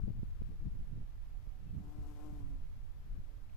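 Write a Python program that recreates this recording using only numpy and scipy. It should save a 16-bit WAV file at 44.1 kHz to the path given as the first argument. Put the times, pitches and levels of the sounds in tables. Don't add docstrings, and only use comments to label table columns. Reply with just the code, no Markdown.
import sys
import numpy as np
from scipy import signal
from scipy.fft import rfft, irfft
from scipy.io import wavfile
from scipy.ndimage import uniform_filter1d

SR = 44100
rng = np.random.default_rng(int(sys.argv[2]) if len(sys.argv) > 2 else 0)


def wrap_up_sound(samples):
    columns = np.atleast_2d(samples).T
    tamed = np.clip(columns, -1, 1)
    steps = np.round(tamed * 32767).astype(np.int16)
    wavfile.write(sys.argv[1], SR, steps)


N = 156996


def undb(db):
    return 10 ** (np.asarray(db) / 20)


def unit(x):
    return x / np.sqrt(np.mean(x ** 2))


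def coloured(x, points, col=1):
    p = np.array(points)
    hz = np.maximum(np.arange(len(x) // 2 + 1) * SR / len(x), 1)
    gain_db = np.interp(np.log(hz), np.log(p[:, 0]), p[:, col])
    return irfft(rfft(x) * undb(gain_db), len(x))


def walk(hz):
    k = int(SR / hz)
    smooth = uniform_filter1d(rng.standard_normal(N), k)
    return unit(uniform_filter1d(smooth, k))


def rumble():
    # (time [s], left level [dB], right level [dB])
    push_levels = [(0, -35.5, -47), (.04, -35, -41), (.14, -40.5, -41), (.36, -41, -40.5),
                   (.45, -42.5, -35.5), (.57, -42.5, -46.5), (.66, -39.5, -38.5), (.84, -43.5, -42),
                   (1.2, -48, -42.5), (1.55, -56.5, -41.5), (1.76, -40, -43), (1.93, -45, -60),
                   (2.0, -40, -40.5), (2.19, -45, -46), (2.45, -42.5, -37.5), (2.76, -45, -42),
                   (2.91, -51, -41), (3.04, -45.5, -44.5), (3.12, -36.5, -42), (3.3, -51, -42.5),
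                   (3.4, -55, -44), (3.56, -47.5, -42.5)]
    # (frequency [Hz], relative level [dB per Hz])
    deep_colour = [(3, 11.5), (12, 13), (45, 10), (80, -3.5), (120, -21.5), (200, -56.5)]
    # (frequency [Hz], relative level [dB per Hz])
    eddy_colour = [(40, -12), (90, 2), (150, -9.5), (250, -21.5), (400, -33), (800, -58)]
    eddy_db = -12
    turbulence_db, turbulence_hz = 1.5, 26.9
    t = np.arange(N) / SR
    s, *ports_db = np.array(push_levels).T
    ports = []
    for db in ports_db:
        deep = unit(coloured(rng.standard_normal(N), deep_colour))
        uneven = rng.standard_normal(N) * undb(turbulence_db * walk(turbulence_hz))
        eddies = unit(coloured(uneven, eddy_colour))
        ports.append((deep + undb(eddy_db) * eddies) * undb(np.interp(t, s, db)))
    return np.array(ports)


def hush():
    # (frequency [Hz], left level [dB per Hz], right level [dB per Hz])
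    density = [(150, -100, -102), (342, -100, -103), (764, -101, -108), (2105, -108, -113),
               (4910, -117, -118), (8800, -123, -125), (11850, -121, -122), (14800, -118, -118)]
    flicker_db = .4
    sides = []
    for col in (1, 2):
        noise = coloured(rng.standard_normal(N), density, col=col)
        sides.append(noise * undb(flicker_db * walk(30)))
    return np.array(sides) * np.sqrt(SR / 2)


def puffs():
    # (centre time [s], port and sign [0 left push to 1 right suck; near .5 little push],
    #  level at the peak [dB], length [s, two Gaussian deviations], high part relative to low part [dB])
    gusts = [(0.038,0.25,-32.5,0.029,-27.5), (0.081,0,-35,0.016,-14), (0.105,0,-37,0.017,-14),
             (0.157,0,-44.5,0.083,-29), (0.188,0.91,-37.5,0.018,-22), (0.232,0.94,-33,0.012,-18),
             (0.42,0.065,-37.5,0.013,-12), (0.496,0,-41,0.04,-29), (0.528,0,-44.5,0.032,-13.5),
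             (0.623,0.06,-46,0.033,-16), (0.668,0.039,-33,0.025,-27), (0.752,0.63,-43.5,0.022,-21),
             (0.799,0.82,-47.5,0.11,-21.5), (0.952,1,-40,0.072,-20.5), (0.958,0,-46.5,0.053,-30),
             (1.014,1,-48,0.055,-17), (1.473,0.67,-47,0.013,-14.5), (1.626,1,-54.5,0.015,-10),
             (1.71,1,-45.5,0.13,-22), (1.743,0,-45,0.02,-37), (1.752,1,-41.5,0.0089,-17),
             (1.778,0.73,-34,0.02,-25), (1.807,0.8,-42,0.013,-22), (1.85,1,-48,0.13,-14.5),
             (1.854,0.5,-53,0.027,-25), (1.993,0.91,-43.5,0.04,-17), (2.328,0.1,-41,0.014,-25),
             (2.477,0,-49,0.085,-25), (3.193,1,-44.5,0.02,-24)]
    # (frequency [Hz], relative level [dB per Hz])
    low_colour = [(20, -4), (55, 4), (110, 5), (180, -1), (280, -13.5), (500, -46.5)]
    # (frequency [Hz], relative level [dB per Hz])
    high_colour = [(150, 4.5), (350, 9), (600, -4), (900, -13.5), (1500, -42)]
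    snap_s = .013
    size = 16384
    out = np.zeros((2, N + size))
    t = (np.arange(size) - size // 2) / SR
    impulse = 1. * (t == 0)
    for s, port, db, length, bright_db in gusts:
        shape = np.exp(-.5 * (t / (.5 * length)) ** 2)
        sharp = .9 * min(snap_s / length, 1) ** 2
        burst = 0
        for colour, part_db in ((low_colour, db), (high_colour, db + bright_db)):
            push = (1 - 2 * port) * unit(shape * coloured(impulse, colour))
            eddies = unit(shape * coloured(rng.standard_normal(size), colour))
            mix = unit(sharp * push + np.sqrt(1 - sharp ** 2) * eddies)
            burst = burst + undb(part_db) * mix * np.sqrt(np.mean(shape ** 2))
        i = int(s * SR)
        out[int(port > .5), i:i + size] += burst
    return out[:, size // 2:size // 2 + N]


def birds():
    # (start time [s], length [s], mean pitch [Hz], mean level on the left [dB])
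    notes = [(.05, .33, 2070, -88), (.255, .045, 3200, -87), (1.33, .33, 755, -85),
             (1.665, .055, 2660, -86), (1.675, .032, 3060, -84), (1.72, .04, 3070, -84)]
    waver_db = 4.5
    t = np.arange(N) / SR
    out = np.zeros(N)
    for s, length, hz, db in notes:
        on = uniform_filter1d(1. * ((t > s) & (t < s + length)), 600)
        cycles = np.cumsum(hz * (1 + .012 * walk(40))) / SR
        tone = np.sqrt(2) * np.sin(2 * np.pi * cycles)
        out = out + on * undb(db + waver_db * walk(20)) * tone
    return out * np.array([[1], [.3]])


def bee():
    # (time [s], wingbeat [Hz], second harmonic level [dB],
    #  reference level of the overtones [dB], swish level [dB])
    flights = [
        [(1.73, 128, -72, -74, -82), (1.79, 137, -61, -67, -74), (1.85, 146.5, -57.5, -60, -71),
         (1.93, 149, -56, -60.5, -70), (2.0, 151, -55, -59, -71), (2.05, 140, -58, -60, -68.5),
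         (2.1, 149, -52.5, -56, -66), (2.17, 146, -59.5, -59.5, -67), (2.235, 149.5, -51, -55, -64),
         (2.285, 147, -50, -51.5, -66), (2.32, 146.5, -54, -64, -68), (2.36, 147, -51, -56.5, -68.5),
         (2.44, 142.5, -56.5, -64, -73), (2.5, 138.7, -55.5, -67, -77), (2.57, 133.5, -62, -69, -76),
         (2.64, 133, -75, -76, -79)],
        [(3.1, 140, -80, -74, -84), (3.15, 141, -70, -67, -81), (3.25, 142.5, -69, -66, -80),
         (3.36, 143.5, -70, -66, -80), (3.44, 141, -75, -74, -84), (3.52, 141, -80, -85, -90)],
    ]
    # (level relative to the overtone reference [dB], ...)
    overtone_levels = [
        [-11, -14, -8.5, -14, -15, -22, -22, -29, -33],
        [-10, -12, -24],
    ]
    # (frequency [Hz], relative level [dB per Hz])
    swish_colour = [(450, -1), (950, 1), (1700, -7), (4000, -13), (7500, -13), (11000, -17), (14000, -15)]
    fundamental_db = -16
    right_db = -24
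    pitch_jitter, wobble_turns = .012, .035
    flutter_db, flutter_hz = 2.2, 30
    rasp_db, rasp_hz = 2.5, 150
    stroke_width, upstroke = .3, .6
    t = np.arange(N) / SR
    out = np.zeros(N)
    for flight, parts_db in zip(flights, overtone_levels):
        s, hz, hum_db, bright_db, swish_db = np.array(flight).T
        beat = np.cumsum(np.interp(t, s, hz) * (1 + pitch_jitter * walk(45))) / SR

        def partial(k):
            turns = k * beat + wobble_turns * np.sqrt(k) * walk(110)
            return -np.sqrt(2) * np.cos(2 * np.pi * turns)

        second = undb(flutter_db / 2 * walk(flutter_hz)) * partial(2)
        hum = undb(fundamental_db) * partial(1) + second
        overtones = np.zeros(N)
        for k, part_db in enumerate(parts_db, start=3):
            overtones += undb(part_db + flutter_db * walk(flutter_hz)) * partial(k)
        rasp = unit(undb(rasp_db * walk(rasp_hz)))

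        downstrokes = np.exp(-(beat % 1) / stroke_width)
        upstrokes = upstroke * np.exp(-((beat + .5) % 1) / stroke_width)
        air = (downstrokes + upstrokes) * rng.standard_normal(N)
        swish = undb(walk(flutter_hz)) * unit(coloured(air, swish_colour))

        buzz = undb(np.interp(t, s, hum_db)) * hum
        buzz += undb(np.interp(t, s, bright_db)) * rasp * overtones
        buzz += undb(np.interp(t, s, swish_db)) * swish
        flying = uniform_filter1d(1. * ((t > s[0]) & (t < s[-1])), size=2000)
        out = out + flying * buzz
    return out * np.array([[1], [undb(right_db)]])


def tick():
    start_s, hz, db, decay_s = 3.497, 2550, -59.5, .0016
    t = np.arange(N) / SR
    decay = (t > start_s) * np.exp(-np.abs(t - start_s) / decay_s)
    return undb(db) * decay * np.sin(2 * np.pi * hz * t) * np.array([[1], [.3]])


def scene():
    low_pass = signal.butter(3, 1300, fs=SR, output="sos")
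    wind = signal.sosfilt(low_pass, rumble() + puffs())
    return wind + hush() + birds() + bee() + tick()


def record(dry):
    top_hz = 14250
    low_pass = signal.ellip(12, .2, 60, top_hz, fs=SR, output="sos")
    return signal.sosfilt(low_pass, dry)


dry = scene()
out = record(dry)
wrap_up_sound(out)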